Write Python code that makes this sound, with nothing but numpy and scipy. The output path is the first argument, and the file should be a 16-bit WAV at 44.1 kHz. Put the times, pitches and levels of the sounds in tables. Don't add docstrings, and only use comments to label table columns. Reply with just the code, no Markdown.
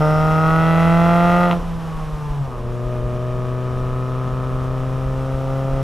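import sys
import numpy as np
from scipy import signal
from scipy.fft import rfft, irfft
from scipy.io import wavfile
from scipy.ndimage import uniform_filter1d

SR = 44100
rng = np.random.default_rng(int(sys.argv[2]) if len(sys.argv) > 2 else 0)


def log_audio(samples):
    frames = np.atleast_2d(samples).T
    limited = np.clip(frames, -1, 1)
    pcm = np.round(limited * 32767).astype(np.int16)
    wavfile.write(sys.argv[1], SR, pcm)


N = 257087
TIME = np.arange(N) / SR


def undb(db):
    return 10 ** (np.asarray(db) / 20)


def unit(x):
    return x / np.sqrt(np.mean(x ** 2))


def steady(x):
    size = SR // 12
    return x / np.sqrt(uniform_filter1d(uniform_filter1d(x ** 2, size), size) + 1e-18)


def noise():
    return rng.standard_normal(N)


def wander(rate_hz):
    size = max(int(SR / rate_hz), 2)
    steps = np.repeat(noise()[:N // size + 1], size)
    return unit(uniform_filter1d(steps, size)[:N])


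def resonance(hz, centre_hz, width_hz):
    return 1 / (1 + (2 * (hz - centre_hz) / width_hz) ** 2)


def drone(firing_hz, table):
    return sum(db * resonance(firing_hz, hz, width) for hz, width, db in table)


def colour(x, points, modes=(), depth=1, size=16384):
    hz, db = np.transpose(points)
    f = np.fft.rfftfreq(size, 1 / SR) + 1
    octaves_outside = abs(np.log2(f / np.clip(f, hz.min(), hz.max())))
    outline = np.interp(np.log(f), np.log(hz), db) - 15 * np.minimum(octaves_outside, 4)
    for centre, width, lift in modes:
        outline = outline + depth * lift * resonance(f, centre, width)
    cepstrum = irfft(np.log(undb(outline)))[:size // 2]
    cepstrum[1:] *= 2
    response = irfft(np.exp(rfft(cepstrum, size)))
    return signal.fftconvolve(x, response)[:N]


def crossover(x, hz):
    lows = signal.sosfiltfilt(signal.butter(4, hz, fs=SR, output="sos"), x)
    return lows, x - lows


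def clicks(times, sizes):
    place = np.clip(times * SR, 0, N)
    i = place.astype(int)
    before = np.bincount(i, sizes * (1 - place + i), N + 2)
    after = np.bincount(i + 1, sizes * (place - i), N + 2)
    return (before + after)[:N]


def puffs(cycle, decay):
    return unit(noise() * np.exp(-(cycle % 1) / decay))


# accent/dB, lag/ms, manifold echo delay/ms, echo gain (also scaled), light-throttle ring/dB
CYLINDERS = [(5, 0.045, 0.86, 0.2, 2), (3, 0.051, 0.31, 0.34, 8), (2.5, 0.024, 0.77, 0.29, 7.5),
             (4.5, 0.011, 1.42, 0.044, -12.5)]


def firings(cycle, uneven, scatter_db, jitter_ms):
    count = np.arange(1, int(cycle[-1]))
    accent_db, lag_ms, echo_ms, echo_gain, _ = np.array(CYLINDERS)[count % len(CYLINDERS)].T
    spread = np.interp(count, cycle, uneven)
    jitter, scatter = rng.standard_normal((len(count), 2)).T
    times = np.interp(count, cycle, TIME) + (spread * lag_ms + jitter_ms * jitter) / 1000
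    sizes = undb(spread * accent_db + scatter_db * scatter)
    return clicks(times, sizes) + clicks(times + echo_ms / 1000, sizes * echo_gain * spread)


def flutter(cycle, light):
    cylinder = (cycle + .1).astype(int) % len(CYLINDERS)
    ring_db = light * np.array(CYLINDERS)[cylinder, -1]
    return uniform_filter1d(undb(ring_db), size=SR // 700)


# f/Hz, relative level/dB
WIDE_EQ = [(80, 10.5), (150, -3.5), (310, -2), (490, -6), (680, -3), (850, -2), (1060, -16.5), (1270, -3),
           (1410, -3.5), (1540, -9), (1700, -28)]
LIGHT_EQ = [(120, 3.5), (190, 13), (250, 2), (380, 1.5), (500, -2.5), (650, -7), (750, -16), (900, -13),
            (1100, -7), (1260, -6), (1380, -18), (1560, -15.5)]
SHUT_EQ = [(150, -11), (235, 7), (315, 1.5), (460, -1), (620, -7.5), (790, 1.5), (930, -3), (1110, 1.5),
           (1250, -2), (1420, -23.5)]
# f/Hz, width/Hz, lift at depth 1/dB
PIPE_MODES = [(265.3, 24, 6), (370.7, 27, 6), (453, 60, 14), (536.2, 29.4, 14), (616.7, 28, 15),
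              (689, 58, 13.5), (781, 28, 6.5), (908, 99, 8), (1022, 61, 8), (1122, 15, 7), (1253, 123, 9.5),
              (1451, 13, 6.5)]


def pipe_tone(cycle, uneven, shut, light, wide):
    burble = 4 * shut * light * undb(-3)
    turbulence = shut * undb(-17) + light * undb(-17.5) + wide * undb(-25.5) + burble
    pulses = unit(firings(cycle, uneven, scatter_db=.5, jitter_ms=.021))
    flow = pulses + turbulence * puffs(cycle, decay=.7)
    return (shut * unit(colour(flow, SHUT_EQ, PIPE_MODES))
            + light * unit(colour(flow, LIGHT_EQ, PIPE_MODES, depth=1.1))
            + wide * unit(colour(flow, WIDE_EQ, PIPE_MODES, depth=.82)))


# f/Hz, relative level/dB
RASP_EQ = [(900, -44), (1550, -4), (1780, -3), (1970, 8.5), (2100, -0.5), (2230, -7), (2450, -6), (2680, 0),
           (2980, -13), (3280, -6.5), (3600, -22), (3900, -14), (4600, -28)]


def rasp(cycle, uneven, shut, light, wide):
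    fronts = unit(firings(cycle, uneven, scatter_db=1.5, jitter_ms=.028))
    spray = (wide * undb(-16) + (1 - wide) * undb(-2)) * puffs(cycle, decay=.45)
    hot = unit(colour(fronts + spray, RASP_EQ))
    cool = unit(colour(fronts + spray, [(hz * .91, db) for hz, db in RASP_EQ]))
    gain = wide * undb(.5) + light * undb(-2.5) + shut * undb(-10)
    return steady(wide * hot + (1 - wide) * cool) * gain


# throttle/0-1, boom/dB, bark/dB, ring/dB, rasp/dB
FADERS = [(0, -28.5, -40, -52, -48), (.22, -33.5, -34, -39.5, -53), (.44, -28, -35, -52, -57),
          (.58, -23.3, -30.5, -43, -47.5), (.76, -26.5, -28.5, -44, -51.5), (1, -18.5, -24, -26, -41.5)]
# firing f/Hz, width/Hz, full-throttle lift/dB
BOOM_DRONES = [(139.2, 7.8, 9.5), (167.6, 8.6, 4)]
BARK_DRONES = [(122.7, 4.4, 5.3), (135.5, 2.5, 3.4), (152.2, 4.2, 5.7), (172.8, 12.2, 6.4)]
RING_DRONES = [(127.8, 4.6, 9.2), (160, 5.68, 5.7), (177.8, 12, 6.1)]
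RASP_DRONES = [(164.6, 10.6, 9.3), (176, 13.3, 10)]


def exhaust(cycle, firing_hz, throttle):
    positions, *faders = np.transpose(FADERS)
    boom_db, bark_db, ring_db, rasp_db = (np.interp(throttle, positions, db) for db in faders)
    boom_db += drone(firing_hz, BOOM_DRONES)
    bark_db += throttle * drone(firing_hz, BARK_DRONES)
    ring_db += throttle * drone(firing_hz, RING_DRONES)
    rasp_db += throttle ** 4 * drone(firing_hz, RASP_DRONES)
    shut, light, wide = (np.clip(1 - 2 * abs(throttle - at), 0, 1) for at in (0, .5, 1))
    uneven = wide + 2 * light + .31 * shut
    boom = np.sqrt(2) * np.cos(2 * np.pi * (cycle - .1 - .068 * wide))
    bark, ring = crossover(pipe_tone(cycle, uneven, shut, light, wide), hz=1050)
    return (boom * undb(boom_db)
            + steady(bark) * undb(bark_db)
            + steady(ring * flutter(cycle, light)) * undb(ring_db)
            + rasp(cycle, uneven, shut, light, wide) * undb(rasp_db))


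# firing f/Hz, left minus right/dB
BOOM_PAN = [(124, .3), (140, -2.8), (165, -1.8), (175, -.8)]


def pipe_in_stereo(pipe, firing_hz):
    pan_db = np.interp(firing_hz, *np.transpose(BOOM_PAN))
    lows, highs = crossover(pipe, hz=220)
    panned_lows = lows * undb(np.array([pan_db, -pan_db]) / 2)
    reflection = colour(pipe, [(150, 8), (500, -2.5), (1300, 3), (2200, 4.5), (3500, -8.5)])
    bounce = np.interp(TIME - .0024, TIME, reflection)
    return highs + panned_lows + undb(-19) * bounce * np.array([[1], [-1]])


def shudder(cycle, load):
    rumble = unit(colour(noise(), [(35, -12), (60, -20), (90, 8), (130, 4), (220, -25)]))
    shake = np.sqrt(2) * np.cos(np.pi * cycle)
    return (undb(-38.5) * shake + undb(-41) * rumble) * load * undb([[3], [-4]])


# f/Hz, relative level/dB
HISS_EQ = [(150, 13), (500, 16.5), (1200, 17.5), (1700, 8.5), (2200, 4), (3000, 4), (4600, -5.5),
           (5500, -2.5), (6700, -8), (9800, -11), (11500, -11), (12500, -14.5), (15500, -23)]


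def hiss(load, hiss_db):
    jet_eq = [(9800, -36), (10700, 11), (11500, 10), (12300, 1), (13000, -12), (15500, 3)]
    jet = unit(colour(noise(), jet_eq)) * undb(-23) * load ** 3
    rush = unit(colour(noise(), HISS_EQ))
    return (rush + jet) * undb(hiss_db + .4 * wander(30))


# firing f/Hz, width/Hz, lift/dB
WHISTLE_DRONES = [(154.2, 12, 13.6)]


def intake_whistle(firing_hz, load):
    band = unit(colour(noise(), [(4700, -12), (5300, 6), (5650, -1), (6200, -23)]))
    return band * undb(-63 + drone(firing_hz, WHISTLE_DRONES)) * load


def alternator(cycle, hiss_db):
    whine = np.sqrt(2) * np.sin(2 * np.pi * 56.3 * cycle)
    return whine * undb(hiss_db - 39.5 + 4 * wander(16))


# f/Hz, relative level/dB
WIND_EQ = [(10, -8), (20, -4.5), (32, 5), (45, -6), (65, -6), (100, -11.5), (170, -11.5), (260, -21.5)]


def wind():
    mid, side = (unit(colour(noise(), WIND_EQ)) * undb(1.6 * wander(13)) for _ in range(2))
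    return undb(-31) * mid + undb(-41) * side * np.array([[1], [-1]])


# t/s, level/dB
POPS = [(1.5122, -4), (1.5179, -17), (1.5237, -13), (1.5298, -19)]


def crack():
    times, db = np.transpose(POPS)
    crack_eq = [(200, -10), (700, 0), (980, 6), (1120, -2), (1300, 5), (1650, -7), (2000, 2),
                (2300, -7), (2700, -1), (3900, -14), (5000, -32)]
    ring = colour(clicks(times, undb(db)), crack_eq, PIPE_MODES, depth=.7)
    return ring / abs(ring).max() * undb(db.max())


# multiple of the firing rate, resonance f/Hz, width/Hz, top level/dB
OVERRUN_HARMONICS = [(6, 885, 50, -45), (7, 1105, 65, -38.5), (8, 1205, 85, -40.5)]


def overrun(cycle, firing_hz, throttle):
    shut = np.clip(1 - 2 * throttle, 0, 1)
    whine = np.zeros(N)
    for harmonic, hz, width, db in OVERRUN_HARMONICS:
        gain = undb(db) * resonance(harmonic * firing_hz, hz, width)
        whine += gain * np.sqrt(2) * np.sin(2 * np.pi * harmonic * cycle)
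    return shut * whine


# t/s, peak level/dB, f/Hz
BUFFETS = [(1.962, -21, 32), (2.142, -18, 36), (2.312, -17, 36), (2.87, -19, 44), (3.052, -14.5, 48),
           (4.338, -19, 44), (5.069, -14, 46), (5.352, -19, 50.4), (5.74, -19, 40)]


def buffets():
    thumps = np.zeros(N)
    for at, db, hz in BUFFETS:
        phase = (TIME - at) * hz
        thumps += undb(db) * np.cos(2 * np.pi * phase) * np.exp(-(phase / .58) ** 2)
    return thumps


# t/s, firing f/Hz
REVS = [(0.0, 152.8), (0.39, 158.3), (1.22, 172.8), (1.43, 176.1), (1.72, 167.0), (2.29, 146.7),
        (2.4, 141.2), (2.55, 121.2), (2.82, 121.7), (2.89, 123.5), (2.99, 121.9), (3.31, 124.0),
        (4.37, 128.4), (4.48, 128.3), (5.62, 134.0), (5.83, 134.3)]
# t/s, throttle/0-1 (0 shut, .5 light, 1 wide open)
THROTTLE = [(1.44, 0.98), (1.485, 0.92), (1.535, 0.94), (1.605, 0.23), (1.69, 0.022), (2.43, 0.024),
            (2.48, 0.16), (2.56, 0.23), (2.66, 0.5), (2.9, 0.55), (5.1, .63), (5.5, 0.79)]


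def scene():
    firing_hz = np.interp(TIME, *np.transpose(REVS))
    throttle = np.interp(TIME, *np.transpose(THROTTLE))
    load = np.clip(2 * throttle - 1, 0, 1)
    cycle = np.cumsum(firing_hz) / SR
    cycle -= np.interp(POPS[0][0], TIME, cycle) % 1
    pipe = exhaust(cycle, firing_hz, throttle) + crack() + overrun(cycle, firing_hz, throttle)
    car = pipe_in_stereo(pipe, firing_hz) + shudder(cycle, load)
    hiss_db = -38.5 + 9.5 * np.log2(firing_hz / 148) + 5 * throttle ** 4
    surge = 1 + .23 * throttle ** 2 * np.cos(2 * np.pi * (cycle - .6))
    air = surge * (hiss(load, hiss_db) + intake_whistle(firing_hz, load))
    return car + air + alternator(cycle, hiss_db) + wind() + buffets()


def record(dry):
    return signal.sosfilt(signal.ellip(10, .1, 90, 15600, fs=SR, output="sos"), dry)


dry = scene()
out = record(dry)
log_audio(out)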